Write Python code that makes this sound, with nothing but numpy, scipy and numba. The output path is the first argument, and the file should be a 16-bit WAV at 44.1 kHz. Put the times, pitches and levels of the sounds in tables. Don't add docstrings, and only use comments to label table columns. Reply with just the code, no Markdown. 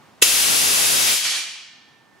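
import sys
import numpy as np
from scipy import signal
from scipy.fft import rfft, irfft, next_fast_len
from scipy.io import wavfile
from scipy.ndimage import map_coordinates
from numba import njit

SR = 44100
rng = np.random.default_rng(int(sys.argv[2]) if len(sys.argv) > 2 else 0)


def pcm_store(signal):
    levels = np.round(np.clip(np.atleast_2d(signal), -1, 1) * 32767)
    wavfile.write(sys.argv[1], SR, levels.astype(np.int16).T)


N = 97020

# pitch_hz, level_db
JET_TONE = [(40, -38.5), (150, -25), (500, -13), (1000, -13.5), (1700, -7.5), (2700, 0.5), (4300, -0.5),
            (5600, 0.5), (8300, -1), (10000, 0), (11700, -2.5), (13500, -7), (15600, -11.5)]
# pitch_hz, width_hz, level_db
MOUTHPIECE_RINGS = [(2675, 74, -22), (3300, 200, -23), (3710, 150, -32), (4930, 100, -17)]
# pitch_hz, width_hz, level_db
WHISTLE_TONES = [(10870, 200, -2), (10950, 110, 0), (11040, 200, -5)]
# time_s, level_db
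WHISTLE_LOUDNESS = [(.23, -16), (.45, -14), (.7, -11), (.95, -11), (1.12, -20.5)]
OPEN_S = .2145
def free_jet(rise_s=.012, open_db=-6, cover_s=1.126, fade_db_per_s=157):
    t = clock()
    flow = np.clip((t - OPEN_S) / rise_s, 0, 1) ** 2
    level_db = open_db - fade_db_per_s * np.maximum(t - cover_s, 0) + .17 * wobble(25)
    whistle = amp(curve(WHISTLE_LOUDNESS) + 2.45 * wobble(19)) * rings(WHISTLE_TONES)
    hiss = rush(JET_TONE, AIR_LIKENESS) + rings(MOUTHPIECE_RINGS)
    return flow * amp(level_db) * (hiss + whistle)


# pitch_hz, width_hz, level_db
HOUSING_RINGS = [(494, 150, -15.5), (1200, 270, -18), (2134, 1400, -4), (2710, 200, -1), (3350, 700, 0),
                 (6880, 1300, 3), (10400, 810, -2.5)]
POP_S = .2255
def pop(rise_s=.0028, fall_s=.008, level_db=-8.5):
    t = clock() - POP_S
    spike = np.exp(np.minimum(t / rise_s, -t / fall_s))
    opening = np.clip((clock() - OPEN_S) / rise_s, 0, 1) ** 2
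    return amp(level_db) * spike * opening * rings(HOUSING_RINGS)


def thump(pitch_hz=414, swell_s=.0015, level_db=-11):
    t = clock() - POP_S
    swell = np.exp(-.5 * (t / swell_s) ** 2)
    return amp(level_db) * swell * np.sin(2 * np.pi * pitch_hz * t)


# time_s, level_db
LEAK_LOUDNESS = [(1.0, -47), (1.08, -7), (1.15, -24), (1.195, -24), (1.25, -12), (1.3, -12.5), (1.37, -13),
                 (1.43, -28), (1.5, -49), (1.619, -54), (1.801, -90)]
# pitch_hz, level_db
LEAK_TONE = [(60, -44), (120, -30.5), (170, -17), (300, -18.5), (500, -17.5), (1000, -12), (1600, -5.5),
             (2300, -2.5), (3100, -0.5), (4400, 1), (6000, -1), (9000, -6.5), (11000, -8), (13000, -18),
             (15600, -32.5)]
# pitch_hz, width_hz, level_db
CUPPED_RINGS = [(1930, 49, -21), (2364, 95, -14.5), (3004, 290, -12.5), (3310, 97, -15),
                (10850, 490, -17.5)]
def leak(flutter_db=.84):
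    level_db = curve(LEAK_LOUDNESS) + flutter_db * wobble(39)
    return amp(level_db) * (rush(LEAK_TONE, AIR_LIKENESS) + rings(CUPPED_RINGS))


# pitch_hz, level_db
DRAUGHT_TONE = [(20, -18.5), (60, -10.5), (160, -2.5), (450, -1.5), (900, -2.5), (1600, -3), (3000, -15),
                (8000, -39)]
# pitch_hz, likeness
DRAUGHT_LIKENESS = [(100, -.65), (1500, -0.66)]
# pitch_hz, left_louder_db, left_ahead_rad
DRAUGHT_PLACE = [(100, -3, 0), (600, 3.5, 0.0019)]
# time_s, level_db
DRAUGHT_LOUDNESS = [(.23, -54), (.26, -20.5), (.43, -19), (.49, -14), (.7, -15.5), (.9, -14), (1.08, -15.5),
                    (1.13, -17.5), (1.18, -36), (1.3, -100)]
def draught(gust_db=-.6, lump_db=2, bass_hz=170):
    air = rush(DRAUGHT_TONE, DRAUGHT_LIKENESS)
    bass = filtered(air, lambda hz: 1 / (1 + (hz / bass_hz) ** 4))
    gusts = (air - bass) * amp(gust_db * wobble(30))
    lumps = bass * amp(lump_db * wobble(15))
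    return panned(gusts + lumps, DRAUGHT_PLACE) * amp(curve(DRAUGHT_LOUDNESS))


# time_s, level_db
NOTE_LOUDNESS = [(1.5, -75), (1.68, -52.5), (1.85, -56), (2.2, -63.5)]
def singing_valve(pitch_hz=1793, waver_hz=1.1, waver_db=-1.2, left_louder_db=-10.5):
    phase = 2 * np.pi * np.cumsum(pitch_hz + waver_hz * wobble(27)) / SR
    level_db = curve(NOTE_LOUDNESS) + waver_db * wobble(13)
    sides_db = left_louder_db * np.array([[.5], [-.5]])
    return amp(level_db + sides_db) * unit(np.sin(phase))


# pitch_hz, fade_s
ECHO_FADE = [(150, .55), (1000, 0.91), (3000, 0.88), (6000, 0.73), (10000, .5), (15000, 0.21)]
def in_room(x, echo_db=-3.5, build_s=.0027):
    hz, t, noise = signal.stft(rng.standard_normal((2, SR)), SR, nperseg=256)
    fade_s = np.maximum(along(ECHO_FADE, hz), .05)[:, None]
    tail = signal.istft(noise * amp(-60 * t / fade_s), SR, nperseg=256)[1]
    tail *= 1 - np.exp(-np.arange(tail.shape[1]) / SR / build_s)
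    tail = paired(tail / np.linalg.norm(tail[0]), AIR_LIKENESS)
    return x + amp(echo_db) * signal.fftconvolve(x[:1], tail, axes=1)[:, :N]


# pitch_hz, level_db
BACKGROUND_TONE = [(25, -39), (70, -9), (120, 0), (240, 3), (500, -5.5), (850, -1), (1400, -6),
                   (2500, -11.5), (5000, -17), (10000, -26), (15500, -31)]
# pitch_hz, left_louder_db, left_ahead_rad
BACKGROUND_PLACE = [(200, -2.1, 0.81), (3000, -1, .5)]
def background(level_db=-51.5, drift_db=1):
    gain = amp(level_db + drift_db * wobble(18))
    return gain * panned(rush(BACKGROUND_TONE, AIR_LIKENESS), BACKGROUND_PLACE)


# pitch_hz, likeness
AIR_LIKENESS = [(200, 0.41), (1000, .8), (3000, 0.53), (6000, .48), (9000, 0.24), (14000, .2)]
def rings(table):
    out = np.zeros((2, N))
    for hz, width, db in table:
        band = lambda f: (1j * f * width / (hz * hz - f * f + 1j * f * width)) ** 2
        out += amp(db) * unit(filtered(rng.standard_normal((2, N)), band))
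    return paired(out, AIR_LIKENESS)


def rush(tone, likeness):
    noise = filtered(rng.standard_normal((2, N)), lambda hz: amp(along(tone, hz)))
    return unit(paired(noise, likeness))


def paired(x, likeness):
    turn = lambda hz: np.arccos(np.clip(along(likeness, hz), -1, 1)) / 2
    mid, side = filtered(x, lambda hz: np.array([np.cos(turn(hz)), np.sin(turn(hz))]))
    return np.array([mid + side, mid - side])


def panned(x, place):
    f, db, lead = np.transpose(place)
    tilt = lambda hz: np.log(amp(along(np.c_[f, db], hz))) + 1j * along(np.c_[f, lead], hz)
    return filtered(x, lambda hz: np.exp(np.outer([.5, -.5], tilt(hz))))


def filtered(x, response):
    size = x.shape[-1]
    padded = next_fast_len(size + SR // 2)
    hz = np.fft.rfftfreq(padded, 1 / SR)
    return irfft(rfft(x, padded) * response(hz), padded)[..., :size]


def along(points, hz):
    pitches, values = np.transpose(points)
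    return np.interp(np.log(hz + 1), np.log(pitches + 1), values)


def curve(points):
    return np.interp(clock(), *np.transpose(points), left=-120)


def wobble(rate):
    return map_coordinates(rng.standard_normal(int(N * rate / SR) + 4), [clock() * rate])


def clock():
    return np.arange(N) / SR


def amp(db):
    return 10 ** (np.asarray(db) / 20)


def unit(x):
    return x / np.sqrt(np.mean(x ** 2) + 1e-20)


# pitch_hz, left_louder_db, left_ahead_rad
POP_PLACE = [(500, -.5, .3), (8050, -0.9, -0.16)]
JET_PLACE = [(500, -2.5, -0.4), (4000, 3.7, -0.4), (8000, 4, 0.34), (12920, 5, -0.74)]
LEAK_PLACE = [(250, -5, 0.42), (1000, -2.5, 0.31), (2500, -1.2, .3), (8500, -0.5, .3), (12000, 1.5, 1.7)]
def scene():
    air = panned(in_room(pop()), POP_PLACE)
    air += panned(in_room(free_jet()), JET_PLACE)
    air += panned(in_room(leak()), LEAK_PLACE)
    return air + thump() + draught() + singing_valve() + background()


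@njit
def ducking(excess_db, attack_s=.011, hold_s=.31, release_db_per_s=12):
    out, cut, held = np.zeros(len(excess_db)), 0., 0
    for i in range(len(excess_db)):
        held = 0 if excess_db[i] > cut - 1 else held + 1
        if excess_db[i] > cut:
            cut += (excess_db[i] - cut) / (attack_s * SR)
        elif held > hold_s * SR:
            cut = max(cut - release_db_per_s / SR, 0.)
        out[i] = cut
    return out


CEILING, SENSE_S, DUCK_ABOVE_DB, TOP_HZ = .98, .008, -16, 15750
def record(dry):
    squashed = dry / (1 + (dry / CEILING) ** 6) ** (1 / 6)
    memory = np.exp(-1 / (SENSE_S * SR))
    power = signal.lfilter([1 - memory], [1, -memory], np.mean(squashed ** 2, axis=0))
    excess_db = 10 * np.log10(power + 1e-12) - DUCK_ABOVE_DB
    ducked = squashed * amp(-ducking(excess_db))
    return filtered(ducked, lambda hz: 1 / np.sqrt(1 + (hz / TOP_HZ) ** 600))


dry = scene()
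out = record(dry)
pcm_store(out)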